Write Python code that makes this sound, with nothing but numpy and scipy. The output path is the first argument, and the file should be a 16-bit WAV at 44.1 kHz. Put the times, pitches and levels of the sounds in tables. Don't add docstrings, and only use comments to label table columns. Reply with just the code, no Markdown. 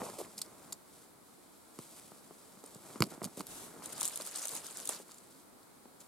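import sys
import numpy as np
from scipy import signal
from scipy.fft import rfft, irfft, next_fast_len
from scipy.io import wavfile

SR = 44100
rng = np.random.default_rng(int(sys.argv[2]) if len(sys.argv) > 2 else 0)


def file_out(sig):
    cols = np.atleast_2d(sig).T
    lim = np.clip(cols, -1, 1)
    pcm = np.round(lim * 32767).astype(np.int16)
    wavfile.write(sys.argv[1], SR, pcm)


N = 267819
T = np.arange(N) / SR
HIT = 4096

# f/Hz, level/dB
RUB_TONE = [(35, -30), (60, -18.5), (193, -1), (290, -3), (478, -2.5), (525, -9.5), (586, -5), (1280, -10),
            (1770, -17), (2500, -22.5), (3250, -52), (5500, -120)]


def undb(db):
    return 10 ** (np.asarray(db) / 20)


def unit(x):
    return x / np.sqrt(np.mean(x ** 2))


def peak(x):
    return x / np.abs(x).max()


def colour(x, points):
    hz, db = np.transpose(points)
    size = next_fast_len(N + HIT, True) // 2 * 2
    f = np.maximum(np.fft.rfftfreq(size, 1 / SR), 1)
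    gain = undb(np.interp(np.log(f), np.log(np.maximum(hz, 1)), db))
    cepstrum = irfft(np.log(gain))
    cepstrum[1:size // 2] *= 2
    cepstrum[size // 2 + 1:] = 0
    return irfft(rfft(x, size) * np.exp(rfft(cepstrum)))[..., :x.shape[-1]]


def ring(x, modes):
    out = 0
    for hz, width, db in modes:
        band = np.concatenate(signal.iirpeak(hz, hz / width, fs=SR))
        out = out + undb(db) * signal.sosfilt([band, band], x)
    return out


def low_cut(x, hz):
    return signal.sosfilt(signal.butter(4, hz, "high", fs=SR, output="sos"), x)


def place(x, pan_db, lag_us):
    size = x.shape[-1]
    delay = np.exp(-2j * np.pi * np.outer([0, lag_us / 1e6], np.fft.rfftfreq(size, 1 / SR)))
    return irfft(rfft(x) * delay, size) * undb([[pan_db / 2], [-pan_db / 2]])


def add(out, s, x):
    i = int(np.clip(s * SR, 0, N - 1))
    out[:, i:i + x.shape[1]] += x[:, :N - i]


def wander(rate):
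    knots = rng.standard_normal(N // 20)
    return np.interp(T * rate, np.arange(len(knots)), knots)


def grains(rate, spread_db, apart, lag_us):
    size = next_fast_len(N, True)
    when, big, sign, lean = rng.random((int(rate * N / SR), 4)).T
    strength = undb(spread_db * np.minimum(-np.log(1 - big), 4))
    push = strength * np.sign(sign - .5)
    at = (when * N).astype(int)
    middle = place(np.bincount(at, push, size), 0, lag_us)
    side = apart * np.sqrt(12) * np.bincount(at, push * (lean - .5), size)
    return (middle + np.array([side, -side]))[:, :N]


def fracture(tail_s, tail_db, apart):
    crumble = rng.standard_normal(HIT) + apart * rng.standard_normal((2, HIT))
    push = undb(tail_db) * crumble * np.exp(-np.arange(HIT) / SR / tail_s)
    push[:, 0] += 1
    return push


def gesture(start_s, length_s, attack_s, release_s):
    age = T - start_s
    return np.clip(age / attack_s, 0, 1) * np.exp(-np.maximum(age - length_s, 0) / release_s)


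def chance_events(activity, count):
    draws = rng.standard_normal((count, 4))
    share = (np.arange(count) + .5 + .5 * np.tanh(draws[:, 0])) / count
    at = np.minimum(np.searchsorted(np.cumsum(activity) / activity.sum(), share), N - 1)
    return np.column_stack([T[at], activity[at], draws[:, 1:]])


def air(level_db=-59.5, apart=0.86):
    # f/Hz, level/dB
    air_tone = [(25, -22.5), (75, -11), (125, -8.5), (175, -3.5), (290, -0.5), (430, -5), (650, -6.5),
                (950, -8), (1350, -10), (1800, -18), (2200, -17), (2750, -23), (4200, -18), (6000, -22),
                (8300, -16), (11500, -17.5), (15500, -25.5)]
    middle, side = rng.standard_normal((2, N))
    hush = colour(np.array([middle + apart * side, middle - apart * side]), air_tone)
    return undb(level_db + .5 * wander(rate=2.85)) * unit(hush)


def stroke_gains():
    # t/s, length/s, swell/s, scrape/dB, scratch/dB
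    strokes = [(-.02, .12, 0.016, -47.5, -50.5), (0.116, 0.13, .02, -52, -55.5),
               (0.266, .19, 0.017, -61, -59.5), (0.454, 0.26, 0.02, -59.5, -63.5),
               (0.827, .21, 0.11, -66.5, -61.5), (1.216, .61, .05, -71, -68.5),
               (1.704, .35, 0.11, -64.5, -58), (2.064, 0.61, 0.018, -66.5, -63.5),
               (2.622, 0.19, 0.025, -63.5, -61.5), (2.797, .17, .08, -54, -54.5),
               (3.07, .07, 0.036, -53, -54.5), (3.194, 0.35, 0.015, -60.5, -61),
               (3.657, .17, .02, -81.5, -60), (4.12, 0.12, 0.024, -60.5, -60),
               (4.517, .45, 0.016, -60, -65.5), (5.027, 0.2, .05, -70, -63),
               (5.213, .19, 0.036, -69, -65.5), (5.992, 0.014, .015, -62.5, -56)]
    power = 0
    for s, length, swell_s, scrape_db, scratch_db in strokes:
        movement = gesture(s, length, swell_s, release_s=0.038)
        power = power + (undb([[scrape_db], [scratch_db]]) * movement) ** 2
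    return np.sqrt(power)


def rubbing():
    # f/Hz, level/dB
    sand_tone = [(1060, -41), (1800, -11.5), (2120, -6), (2690, -7.5), (3570, -3.5), (4970, -2.5),
                 (6130, -3.5), (7770, 2), (11200, 0), (15000, -11), (16000, -32)]
    # t/s, length/s, shudder/dB, shudder f/Hz, crunch/dB
    slips = [(0.002, 0.1, -48, 430, -60), (0.131, 0.044, -53.5, 590, -66),
             (0.179, 0.043, -42.5, 407, -48.5), (0.243, 0.014, -54.5, 950, -68),
             (0.375, 0.023, -62, 190, -47.5), (1.963, 0.04, -60, 890, -56), (3.023, 0.016, -39.5, 250, -47),
             (3.036, 0.045, -49.5, 222, -56.5), (3.224, 0.043, -50.5, 210, -47),
             (3.365, 0.056, -51, 231, -49), (4.892, 0.02, -50, 480, -46), (4.907, 0.039, -54.5, 1180, -60),
             (4.933, 0.082, -65, 400, -62), (5.009, 0.025, -63, 250, -57)]
    scrape = grains(rate=1500, spread_db=1, apart=0.36, lag_us=5.5) * undb(2 * wander(rate=50))
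    scratch = grains(rate=3500, spread_db=-1, apart=0.34, lag_us=21) * undb(1.85 * wander(rate=110))
    scrape_gain, scratch_gain = stroke_gains()
    out = unit(colour(scrape, RUB_TONE)) * scrape_gain + unit(colour(scratch, sand_tone)) * scratch_gain
    crunch = colour(grains(rate=2400, spread_db=3, apart=0.27, lag_us=15), sand_tone)
    for s, length, shudder_db, hz, crunch_db in slips:
        span = (T > s) & (T < s + length)
        fade = signal.windows.tukey(span.sum(), .3)
        push = np.pad(scrape[:, span] * fade, [(0, 0), (0, HIT)])
        shudder = low_cut(ring(push, [(hz, hz * 1.21, 0)]), hz=103)
        add(out, s, undb(shudder_db) * shudder / shudder[:, :len(fade)].std())
        add(out, s, undb(crunch_db) * unit(crunch[:, span]) * fade)
    return out


def thud(hz):
    # f/multiple of hz, width/multiple of hz, level/dB
    ground_modes = [(.8, 0.99, 0.5), (1.75, 0.71, -12.5)]
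    modes = [(hz * ratio, hz * width, db) for ratio, width, db in ground_modes]
    blow = fracture(tail_s=0.0061, tail_db=-23, apart=0.37)
    return peak(low_cut(ring(blow, modes), hz=106))


def clack(blow_db, gentle_hz=1100, hard_db=-27.5):
    # f/Hz, width/Hz, level/dB
    rock_modes = [(1165, 850, 0.5), (2270, 500, -1), (2910, 550, -5), (4630, 1370, -2.5),
                  (7500, 1100, -14.5), (10200, 1200, -11.5), (12400, 1900, -4.5)]
    # f/Hz, width/Hz
    notches = [(1770, 590), (3600, 430), (6150, 500)]
    contact = fracture(tail_s=0.0007, tail_db=-32, apart=0.9)
    rock = sum((-1) ** k * ring(contact, [mode]) for k, mode in enumerate(rock_modes))
    for hz, width in notches:
        rock = signal.lfilter(*signal.iirnotch(hz, hz / width, fs=SR), rock)
    cutoff_hz = gentle_hz * undb(max(blow_db - hard_db, 0))
    return peak(signal.sosfilt(signal.butter(2, cutoff_hz, fs=SR, output="sos"), rock))


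def knocks():
    # t/s, thud/dB, thud f/Hz, clack/dB, left minus right/dB
    blows = [(0.0181, -28, 420, -68, 0), (0.417, -62, 300, -49.5, -1), (0.724, -51, 400, -45, 1),
             (1.789, -35.5, 225, -37, -2), (2.119, -40.5, 385, -53, 2), (2.309, -40.5, 350, -55, 2),
             (2.572, -50, 218, -49, 0), (2.639, -42, 427, -63, 0), (2.758, -43, 224, -53, -2),
             (2.958, -39.5, 362, -39.5, 5), (3.0052, -19.5, 172, -26.5, -2), (3.0222, -24.5, 270, -9, -3),
             (3.039, -36, 220, -36, -3), (3.121, -41.5, 382, -67, -4), (3.178, -41.5, 350, -65, -4),
             (3.218, -30.5, 342, -39, -3), (3.236, -35.5, 240, -39, -3), (3.243, -60, 370, -38.5, -1),
             (3.256, -37.5, 265, -56, -8), (3.273, -39.5, 300, -48, -2), (3.375, -36, 247, -59, -4),
             (3.4, -36, 284, -60, -3), (3.407, -34.5, 372, -31, -3.5), (3.822, -52, 397, -40, 4),
             (4.017, -48, 438, -30, 1), (4.201, -35, 614, -56, -1), (4.8949, -35, 730, -36, 3),
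             (5, -39.5, 397, -60, 1), (5.093, -56, 500, -46.5, 2), (5.56, -52.5, 350, -68, 0),
             (5.856, -43, 370, -68, 2)]
    out = np.zeros((2, N))
    for s, thud_db, thud_hz, clack_db, pan_db in blows:
        knock = undb(thud_db) * thud(thud_hz) + undb(clack_db) * clack(clack_db)
        add(out, s, place(knock, pan_db, lag_us=11))
    return out


def bank_echo(x, db, decay_s):
    t = np.arange(HIT) / SR
    echo = rng.standard_normal((2, HIT)) * np.exp(-t / decay_s) * (t > .002)
    return x + undb(db) * signal.fftconvolve(x, unit(echo) / np.sqrt(HIT), axes=1)[:, :N]


def tick(hz, width_hz=980, ring_db=9):
    # f/Hz, width/Hz, level/dB
    crumb_modes = [(1160, 1000, -7), (2540, 1000, -9.5), (3920, 410, -5), (4760, 1260, 3.5),
                   (7300, 1140, 4.5), (9330, 2200, 5.5), (11930, 1400, 1)]
    strike = fracture(tail_s=0.0015, tail_db=-25.5, apart=0.32)
    sound = ring(strike, crumb_modes + [(hz, width_hz, ring_db)])
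    return place(peak(sound), pan_db=-0.5 + 0.5 * rng.standard_normal(), lag_us=12)


def grit(first_hop_s=0.0021, hop_share=0.38):
    # t/s, peak/dB, ring f/Hz, loss per bounce/dB
    landings = [(0.3812, -26.5, 5000, 8), (.3892, -34, 7900, 9), (.416, -24.5, 4200, 14),
                (0.4175, -21, 8500, 28), (0.42, -24, 4700, 16), (.462, -43.5, 5070, 14),
                (.724, -28, 4360, 10), (0.7248, -33, 8600, 18), (0.7268, -26.5, 6640, 13),
                (0.7277, -24, 7360, 4), (0.74, -43, 4800, 16), (1.789, -37.5, 8000, 8),
                (2.64, -38.5, 7660, 16), (2.661, -39, 8850, 4), (2.676, -44, 7560, 8),
                (2.7474, -37, 7750, 6), (3.005, -20, 7640, 8), (3.039, -23.5, 4700, 11),
                (3.2432, -21, 10000, 27), (3.2508, -25.5, 6600, 15), (3.395, -31, 6800, 12),
                (3.4067, -30, 4500, 20), (3.4686, -28, 11400, 10), (5.112, -40, 4600, 9),
                (5.118, -36, 7150, 9), (5.142, -44, 7100, 1), (5.183, -41, 7600, 5), (5.324, -51, 4200, 9),
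                (5.348, -49, 4600, 7), (5.6312, -49, 4400, 16), (6.004, -41, 7050, 5),
                (6.013, -43, 7500, 13)]
    out = np.zeros((2, N))
    for s, db, hz, loss_db in landings:
        for bounce in range(4):
            add(out, s, undb(db - bounce * loss_db) * tick(hz))
            s += first_hop_s * hop_share ** bounce
    _, scratch_gain = stroke_gains()
    for s, gain, scatter_db, _, _ in chance_events(scratch_gain, count=24):
        add(out, s, gain * undb(5.5 - scatter_db) * tick(hz=7900))
    return out


def sleeve(start_s=3.455, hiss_db=-49.5, folds_db=-55):
    # f/Hz, level/dB
    cloth_tone = [(1060, -5), (1800, -10), (2060, -11), (3990, -4), (4570, -8), (7990, -0.5), (11300, -1.5),
                  (16000, -17)]
    hiss = unit(colour(grains(rate=12000, spread_db=1.5, apart=0.7, lag_us=15), cloth_tone))
    folds = unit(colour(grains(rate=1800, spread_db=3, apart=0.42, lag_us=11), RUB_TONE))
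    hiss *= gesture(start_s, length_s=0.19, attack_s=0.051, release_s=0.05)
    folds *= gesture(start_s, length_s=0.6, attack_s=0.051, release_s=0.05)
    return undb(hiss_db) * hiss + undb(folds_db) * folds


def crush_gain(settle_s=0.037):
    # giving way at t/s, build-up/s, level/dB
    pushes = [(3.85, .03, -47), (3.93, .08, -48), (4.062, .11, -42), (4.14, .05, -46.5), (4.215, 0.07, -48),
              (4.276, .04, -45.5), (4.385, .08, -43), (4.45, 0.077, -43), (4.5, .04, -46.5),
              (4.57, .08, -42.5), (4.672, .06, -48.5), (4.72, .04, -49.5), (4.8, .06, -45.5),
              (4.864, .025, -47), (4.925, .04, -43), (4.965, .03, -50.5), (5.109, 0.057, -60)]
    power = 0
    for s, build_s, db in pushes:
        build = np.clip(1 + (T - s) / build_s, 0, 1) ** 0.55
        settle = np.exp(-np.maximum(T - s, 0) / settle_s)
        power = power + (undb(db) * build * settle) ** 2
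    return np.sqrt(power)


def crackling_leaves():
    # f/Hz, level/dB
    leaf_tone = [(88, -41), (150, -16), (297, 4.5), (354, -6), (566, -1.5), (774, -3.5), (1290, -2.5),
                 (1760, -7), (2600, -7.5), (3350, -6), (4900, -5), (5790, -9.5), (6770, -3), (9260, -1.5),
                 (15100, -16.5), (16000, -44)]
    together_db = 1.4 * wander(rate=220)
    crackle = 0
    for hz in np.geomspace(350, 14000, 18):
        own_db = 3.4 * wander(rate=110)
        breaks = grains(rate=1300, spread_db=3, apart=0.24 + hz / 14000, lag_us=3.3)
        leaf = ring(breaks, [(hz, hz * 0.38, 0)])
        crackle = crackle + leaf * undb(together_db + own_db)
    return unit(colour(crackle, leaf_tone)) * crush_gain()


def bending_leaves(length_s=0.04, width_hz=2500, glide=0.0516):
    out = np.zeros((2, N))
    breaks = grains(rate=1000, spread_db=0, apart=0.36, lag_us=7.1)
    progress = np.linspace(0, 1, int(length_s * SR))
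    for s, gain, scatter_db, pitch, bend in chance_events(crush_gain(), count=44):
        hz = 7370 * 2 ** (0.574 * np.tanh(pitch))
        own_breaks = np.roll(breaks, -int(s * SR), axis=1)[:, :2 * HIT]
        paper = ring(own_breaks, [(hz, width_hz, 0)])
        read_at = len(progress) * (progress + glide * np.tanh(bend) * progress ** 2)
        sliding = np.array([np.interp(read_at, np.arange(2 * HIT), side) for side in paper])
        add(out, s - length_s / 2, gain * undb(scatter_db - 7) * unit(sliding) * np.sin(np.pi * progress))
    return out


def snap(hz, pan_db, crumble_db):
    modes = [(8800, 6200, 0), (4400, 1500, -9), (hz, 1000, 2.5)]
    crack = ring(fracture(tail_s=0.0016, tail_db=crumble_db, apart=0.88), modes)
    return place(peak(crack), pan_db, lag_us=29)


def snapping_leaves():
    # t/s, peak/dB, ring f/Hz, left minus right/dB, crumbling/dB
    loud_snaps = [(3.8586, -29, 9000, 3, -10), (3.9305, -30.5, 9800, 4, -7), (3.98, -30, 9160, 0, -8),
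                  (4, -26, 7050, 1, -10), (4.0072, -27, 9000, 0, -10), (4.0106, -20, 6930, 2, -8),
                  (4.0175, -22, 9000, 2, -19), (4.0305, -15.5, 9400, 1, -14), (4.047, -20, 8950, 0, -12),
                  (4.0541, -14.5, 7700, -1, -22), (4.058, -22, 9900, 4, -16), (4.0625, -31, 8200, 2, -14),
                  (4.067, -29, 7500, -2, -10), (4.078, -22, 7700, 8, 1), (4.0841, -21, 9300, -4, -20),
                  (4.097, -27, 8540, 0, -20), (4.1582, -22.5, 9600, 1, -8), (4.163, -29, 10000, 4, -10),
                  (4.175, -21, 9700, 0, -21), (4.2101, -29, 4760, 1, -11), (4.22, -27, 5500, 0, -16),
                  (4.2514, -36, 8300, -1, -10), (4.265, -28, 12500, 0, -8), (4.273, -24.5, 13000, -1, -16),
                  (4.3125, -32, 7000, 0, -17), (4.358, -27, 8400, 0, -10), (4.386, -29, 8400, 0, -9),
                  (4.4285, -26, 8620, -1.5, -16), (4.4545, -22.5, 6600, 3, -3), (4.472, -25, 8350, -4, -17),
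                  (4.4826, -23, 6400, -2, -14), (4.492, -28, 4640, 8, -14), (4.537, -30, 9000, 0, -14),
                  (4.5519, -23, 10900, -1, -7), (4.565, -25, 7200, 2, -9), (4.6465, -35, 8670, 0, -20),
                  (4.657, -36, 10000, 0, -14), (4.6668, -29, 6540, 4, -7), (4.6745, -37, 7500, 0, -21),
                  (4.709, -31, 8100, 0, -12), (4.7717, -26, 8200, 0, -12), (4.786, -33, 8000, 0, -16),
                  (4.8005, -30, 6640, 0, -9), (4.8548, -24.5, 9710, 2, -11), (4.874, -24, 8800, 5, -8),
                  (4.891, -16.5, 8750, 0, -8), (4.894, -28, 9700, -16, -10), (4.8966, -27.5, 3380, 0, -7)]
    out = np.zeros((2, N))
    for s, db, hz, pan_db, crumble_db in loud_snaps:
        add(out, s, undb(db) * snap(hz, pan_db, crumble_db))
    for s, gain, scatter_db, pitch, side in chance_events(crush_gain(), count=56):
        crack = snap(hz=7730 * 2 ** (0.37 * pitch), pan_db=6.5 * side, crumble_db=-14)
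        add(out, s, gain * undb(10 + scatter_db) * crack)
    return out


def scene():
    hits = bank_echo(knocks(), db=-19.5, decay_s=0.0066)
    clicks = bank_echo(grit() + snapping_leaves(), db=-13.5, decay_s=0.0099)
    return hits + clicks + crackling_leaves() + bending_leaves() + rubbing() + sleeve() + air()


def record(dry):
    return signal.sosfilt(signal.ellip(10, .2, 70, 16000, fs=SR, output="sos"), dry)


dry = scene()
out = record(dry)
file_out(out)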